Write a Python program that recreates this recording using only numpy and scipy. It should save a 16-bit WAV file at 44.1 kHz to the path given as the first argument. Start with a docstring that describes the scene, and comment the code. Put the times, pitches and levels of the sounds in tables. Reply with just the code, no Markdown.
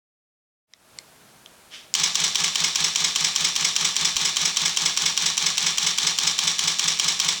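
"""A few small clicks and a lens sliding into focus, then a reflex camera fires five frames a second.
Each of the 27 frames plays one mechanical cycle: a latch lets go, the mirror slaps up, the curtains
run, the mirror clatters down and the motor winds on while the body thrums on the desk.
The desk takes one soft knock mid-burst. Behind it all, a quiet room: hiss and a faint fan tone."""
import sys
import numpy as np
from scipy import signal
from scipy.fft import rfft, irfft, next_fast_len
from scipy.io import wavfile
from scipy.ndimage import uniform_filter1d

SR = 44100
rng = np.random.default_rng(int(sys.argv[2]) if len(sys.argv) > 2 else 0)


def to_wav(s):
    """Save 16-bit WAV."""
    ch = np.atleast_2d(s).T  # columns
    pcm = np.round(np.clip(ch, -1, 1) * 32767)  # PCM
    wavfile.write(sys.argv[1], SR, pcm.astype(np.int16))


N = 326340
TIME_S = np.arange(N) / SR
FRAME_COUNT, LEAD_S, CYCLE_LENGTH_S = 27, .012, .3
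CYCLE_S = np.arange(int(CYCLE_LENGTH_S * SR)) / SR - LEAD_S   # 0 at the mirror slap

# camera case resonances: centre_hz, width_hz, lift_db
CASE_RESONANCES = [(1156, 47, 3), (1693, 75, 5), (2320, 20, 0.5), (2986, 100, 3), (3230, 36, 3),
                   (3560, 73, 4.5), (3900, 96, 3), (5630, 240, 3.5), (5860, 99, 2)]


def burst(start_s=1.9505, first_gap_s=.2037, period_s=.200744, slowing_s_per_frame=.000082):
    """One cycle a frame. The first, from rest, takes longer; then the pace slackens as the battery sags."""
    frame = np.arange(FRAME_COUNT - 1)
    gaps_s = np.where(frame == 0, first_gap_s, period_s + slowing_s_per_frame * frame)
    slaps_s = start_s + np.append(0, np.cumsum(gaps_s))
    out = np.zeros(N + len(CYCLE_S))
    for slap_s, cycle in zip(slaps_s, contacts() + mirror() + winding()):
        start = int((slap_s - LEAD_S) * SR)
        out[start:start + len(cycle)] += cycle
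    return out[:N]


def contacts(wander_ratio=.003):
    """Latch, mirror, bounces and curtains each crack through the case; late ones wander more in time."""
    # hard contacts in one cycle: after_slap_s, level_db, t60_s
    hits = [(-.0072, -20, 0.016), (.0001, -15, 0.0091), (.0011, -13, 0.017), (.0035, -13.5, 0.01),
            (.0062, -24.5, 0.0048), (0.0133, -25.5, 0.0069), (0.0269, -24, 0.0074), (.038, -24, 0.0081),
            (0.047, -16.5, 0.01), (.05, -19, 0.017), (0.0832, -18, 0.013), (0.0862, -19.5, 0.039),
            (.0904, -15.5, 0.021), (0.1256, -21, 0.021), (.163, -34, 0.017), (0.1816, -38, 0.0089)]
    # crack spectrum: freq_hz, gain_db
    crack_spectrum = [(60, -54), (500, -35.5), (800, -12.5), (1700, -13.5), (3200, -2), (4500, -5.5),
                      (5700, 0.5), (7400, -2), (8400, -11.5), (9600, -15), (11000, -22), (13000, -29.5),
                      (16500, -17.5), (18000, -27)]
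    power = 0
    for at_s, level_db, t60_s in hits:
        late_s = wander_ratio * at_s * rng.standard_normal((FRAME_COUNT, 1))
        power = power + (from_db(level_db) * decay(CYCLE_S - at_s - late_s, t60_s)) ** 2
    force = np.sqrt(power) * np.sign(roughness(alike=.88))
    return through(force, crack_spectrum, CASE_RESONANCES)


def mirror():
    """The mirror hits its upper stop and falls on the lower one; recoil bounces the body on the desk."""
    # upper stop modes: pitch_hz, gain_db, t60_s
    upper_modes = [(1110, -10.5, 0.027), (2214, -4.5, 0.024), (2740, -6, 0.035), (3222, 5, 0.028),
                   (3540, -4, 0.028), (4600, -8, .016), (5120, 2.5, 0.019), (5500, -3, 0.022),
                   (5890, -3, 0.017), (7100, -7, 0.013), (7280, 5, 0.016), (9500, -10, 0.02)]
    # lower stop and spring modes: pitch_hz, gain_db, t60_s
    lower_modes = [(1680, -11, 0.041), (2170, 0.5, 0.046), (2230, -11.5, 0.084), (3000, -4.5, 0.041),
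                   (3475, 2, 0.053), (4100, -27, .04), (5130, 2.5, 0.07), (5205, 3, 0.047),
                   (5705, 4.5, 0.031), (6430, 3, 0.045), (7770, 1, 0.058), (7850, -25, .04)]
    # modes of the body on the desk: pitch_hz, gain_db, t60_s
    desk_modes = [(81, -19, 0.21), (162.3, 1, 0.41), (209, -3.5, 0.12)]
    up = struck(upper_modes, at_s=-.00021, level_db=-20,
                spread_s=.000809, rise_s=.00093, vary_db=.9, wander_s=.00002)
    down = struck(lower_modes, at_s=.085, level_db=-21,
                  spread_s=.004, rise_s=.0014, vary_db=1, wander_s=.0001)
    bounce = struck(desk_modes, at_s=.049, level_db=-39,
                    spread_s=.00058, rise_s=.006, vary_db=.7, wander_s=.00018)
    return up + down + bounce


def struck(modes, at_s, level_db, spread_s, rise_s, vary_db, wander_s):
    """Ringing, frames x cycle: the blow reaches each mode a little late; force and timing vary by frame."""
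    out = 0
    for pitch_hz, gain_db, t60_s in modes:
        late, force = rng.standard_normal((2, FRAME_COUNT, 1))
        t = CYCLE_S - at_s - spread_s * rng.random() - wander_s * late
        envelope = from_db(level_db + gain_db + vary_db * force) * swell(t, rise_s) * decay(t, t60_s)
        out = out + envelope * np.sin(2 * np.pi * pitch_hz * t)
    return out


def winding(tooth_hz=490, tooth_db=3, grain_db=2.5, loaded_until_s=.074):
    """Levers rattle, gears growl, the body thrums; teeth pulse while the motor pulls on the springs."""
    # lever rattle spectrum: freq_hz, gain_db
    lever_spectrum = [(100, -61), (1000, -25), (1900, -8.5), (2300, -2), (2700, -4.5), (3400, 2.5),
                      (4200, 2), (4800, -2), (5700, 2), (6500, -3), (7500, -4), (8700, -13.5),
                      (13000, -32.5), (16500, -24)]
    # gear growl spectrum: freq_hz, gain_db
    gear_spectrum = [(60, -32), (300, -18.5), (560, -15), (680, -8.5), (800, -1), (1000, -1.5), (1170, 1.5),
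                     (1400, -4), (1750, -3), (2400, -4.5), (4000, -30), (9000, -55)]
    # body thrum spectrum: freq_hz, gain_db
    thrum_spectrum = [(25, -20), (50, -27), (80, -3), (125, -6.5), (160, 3), (200, 1), (240, -4.5),
                      (300, -7), (350, -4.5), (400, -4), (480, -6), (900, -27.5), (4000, -103)]
    lever_gain = motor_load(level_db=-24, full_s=.077, hold_s=.035, rise_db_per_s=58, fall_db_per_s=114)
    gear_gain = motor_load(level_db=-36, full_s=.047, hold_s=.069, rise_db_per_s=219, fall_db_per_s=156)
    thrum_gain = motor_load(level_db=-45, full_s=.079, hold_s=.018, rise_db_per_s=98, fall_db_per_s=121)
    teeth = from_db(tooth_db * np.cos(2 * np.pi * tooth_hz * CYCLE_S) * (CYCLE_S < loaded_until_s))
    drive = slack() * teeth
    grain = from_db(grain_db * through(roughness(alike=.73), [(60, 1), (600, 6), (2000, -25), (5000, -70)]))
    levers = through(lever_gain * drive * grain * roughness(alike=.53), lever_spectrum, CASE_RESONANCES)
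    gears = through(gear_gain * drive * roughness(alike=.55), gear_spectrum, CASE_RESONANCES)
    thrum = thrum_gain * evened(through(roughness(alike=.79), thrum_spectrum), window_s=.019)
    return levers + gears + thrum


def motor_load(level_db, full_s, hold_s, rise_db_per_s, fall_db_per_s, on_s=-.007, brake_s=.194):
    """Gain that swells as the springs tension, holds, sinks as the motor coasts and dies as it brakes."""
    tension_db = -rise_db_per_s * np.maximum(full_s - CYCLE_S, 0)
    coast_db = -fall_db_per_s * np.maximum(CYCLE_S - full_s - hold_s, 0)
    brake = decay(np.maximum(CYCLE_S - brake_s, 0), t60_s=.047)
    return from_db(level_db + tension_db + coast_db) * (CYCLE_S > on_s) * brake


def slack(at_s=.0785, width_s=.0065, depth_db=6.5):
    """Gain dip: the gear train runs free while the mirror falls."""
    return from_db(-depth_db * np.exp(-((CYCLE_S - at_s) / width_s) ** 2))


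def clicks(rise_s=.00021):
    """The controls, and last the release magnet, each ring a few modes for milliseconds."""
    # click modes: start_s, level_db, pitch_hz, t60_s
    click_modes = [(.7362, -40, 2010, 0.015), (0.7373, -34, 3700, 0.0054), (.7364, -29.5, 5500, 0.0037),
                   (0.988, -29.5, 2120, .011), (.9873, -20.5, 4300, 0.0056), (0.9872, -27.5, 5700, 0.0057),
                   (0.988, -23, 7560, .006), (1.4608, -28, 3250, 0.008), (1.4602, -35, 6200, .005),
                   (1.9401, -23, 2200, .006), (1.94, -4, 5300, 0.0041), (1.94, -4, 6840, 0.0055),
                   (1.9399, -23, 16000, .005)]
    out = np.zeros(N)
    for start_s, level_db, pitch_hz, t60_s in click_modes:
        envelope = from_db(level_db) * swell(CYCLE_S, rise_s) * decay(np.maximum(CYCLE_S - rise_s, 0), t60_s)
        start = int((start_s - LEAD_S) * SR)
        out[start:start + len(CYCLE_S)] += envelope * np.sin(2 * np.pi * pitch_hz * CYCLE_S)
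    return out


def lens(start_s=1.7, attack_s=.049, t60_s=.41, level_db=-38):
    """The focusing barrel slides with a dry swish: it gathers speed, then eases off."""
    # barrel friction spectrum: freq_hz, gain_db
    slide_spectrum = [(710, -42), (1200, -14), (1790, -12), (2000, -9), (2130, -8), (2820, -6), (3090, -2),
                      (3820, -6), (3930, -11), (5340, -8.5), (11000, -31), (14300, -61), (22000, -120)]
    t = TIME_S - start_s
    speed = ramp(t, attack_s) * decay(np.maximum(t - attack_s, 0), t60_s)
    return from_db(level_db) * speed * through(rng.standard_normal(N), slide_spectrum)


def desk_knock(start_s=4.155, level_db=-37, pitch_hz=68, t60_s=.065):
    """One dull, quickly damped thud of the desk top."""
    t = TIME_S - start_s
    return from_db(level_db) * np.sin(2 * np.pi * pitch_hz * t) * decay(t, t60_s)


def reflections(x, wet_db=-20, t60_s=.13, delay_s=.0036):
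    """Faint, dull returns from desk and walls."""
    tail = rng.standard_normal(len(CYCLE_S)) * decay(CYCLE_S + LEAD_S - delay_s, t60_s)
    tail = through(tail, [(80, 11.5), (4000, 6.5), (9000, -9), (17000, -31)])
    return from_db(wet_db) * signal.fftconvolve(x, tail / np.linalg.norm(tail))[:N]


def room_tone(hiss_db=-52.5, fan_hz=640, fan_db=-66.5, start_s=.67, fade_s=.3):
    """Room hiss and a faint fan tone, fading in together."""
    # room hiss spectrum: freq_hz, gain_db
    hiss_spectrum = [(15, -47), (25, -16), (147, -3.5), (222, -4), (254, -5), (451, -6), (593, -7),
                     (643, -5.5), (1240, -8.5), (1460, -7), (1970, -12), (2320, -11), (4460, -13.5),
                     (10400, -16), (17000, -25.5)]
    hiss = from_db(hiss_db) * through(rng.standard_normal(N), hiss_spectrum)
    fan = from_db(fan_db) * np.sin(2 * np.pi * fan_hz * TIME_S)
    return ramp(TIME_S - start_s, fade_s) * (hiss + fan)


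def roughness(alike):
    """Contact noise, frames x cycle. The same parts touch each frame: `alike` is the repeating power share."""
    common = rng.standard_normal(len(CYCLE_S))
    chance = rng.standard_normal((FRAME_COUNT, len(CYCLE_S)))
    return np.sqrt(alike) * common + np.sqrt(1 - alike) * chance


def through(x, spectrum, resonances=()):
    """A body as a causal filter, from (freq_hz, gain_db) points; keeps the power of white noise."""
    size = next_fast_len(2 * x.shape[-1])
    bins_hz = np.fft.rfftfreq(size, 1 / SR) + 1
    freq_hz, gain_db = np.transpose(spectrum)
    peaks_db = sum(lift_db / (1 + (2 * (bins_hz - centre_hz) / width_hz) ** 2)
                   for centre_hz, width_hz, lift_db in resonances)
    gain = from_db(np.interp(np.log(bins_hz), np.log(freq_hz), gain_db) + peaks_db)
    gain /= np.sqrt(np.mean(gain ** 2) + 1e-20)
    cepstrum = irfft(np.log(gain), size)
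    cepstrum[1:size // 2] *= 2   # minimum phase: nothing rings before it is struck
    cepstrum[size // 2:] = 0
    return irfft(rfft(x, size) * np.exp(rfft(cepstrum)), size)[..., :x.shape[-1]]


def evened(x, window_s):
    """Noise divided by its running rms, to flatten chance swells."""
    size = int(window_s * SR)
    power = uniform_filter1d(uniform_filter1d(x ** 2, size, mode="wrap"), size, mode="wrap")
    return x / np.sqrt(power + 1e-6)


def decay(t, t60_s):
    """Sudden start at t = 0, then exponential fall."""
    return (t >= 0) * np.exp(-np.log(1000) * np.maximum(t, 0) / t60_s)


def swell(t, rise_s):
    """Smooth build-up of a contact, 0 to 1."""
    return np.sin(np.pi / 2 * ramp(t, rise_s)) ** 2


def ramp(t, length_s):
    return np.clip(t / length_s, 0, 1)


def from_db(db):
    return 10 ** (np.asarray(db) / 20)


def scene():
    """Camera and desk close by, their reflections and the quiet room; mono."""
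    direct = burst() + clicks() + lens() + desk_knock()
    return (direct + reflections(direct) + room_tone())[None]


def record(dry):
    """Soft peak limiting, then a steep low-pass."""
    ceiling, cutoff_hz = .85, 17500
    rounded = dry / (1 + (dry / ceiling) ** 4) ** .25
    return signal.sosfilt(signal.ellip(10, .2, 80, cutoff_hz, fs=SR, output="sos"), rounded)


dry = scene()
out = record(dry)
to_wav(out)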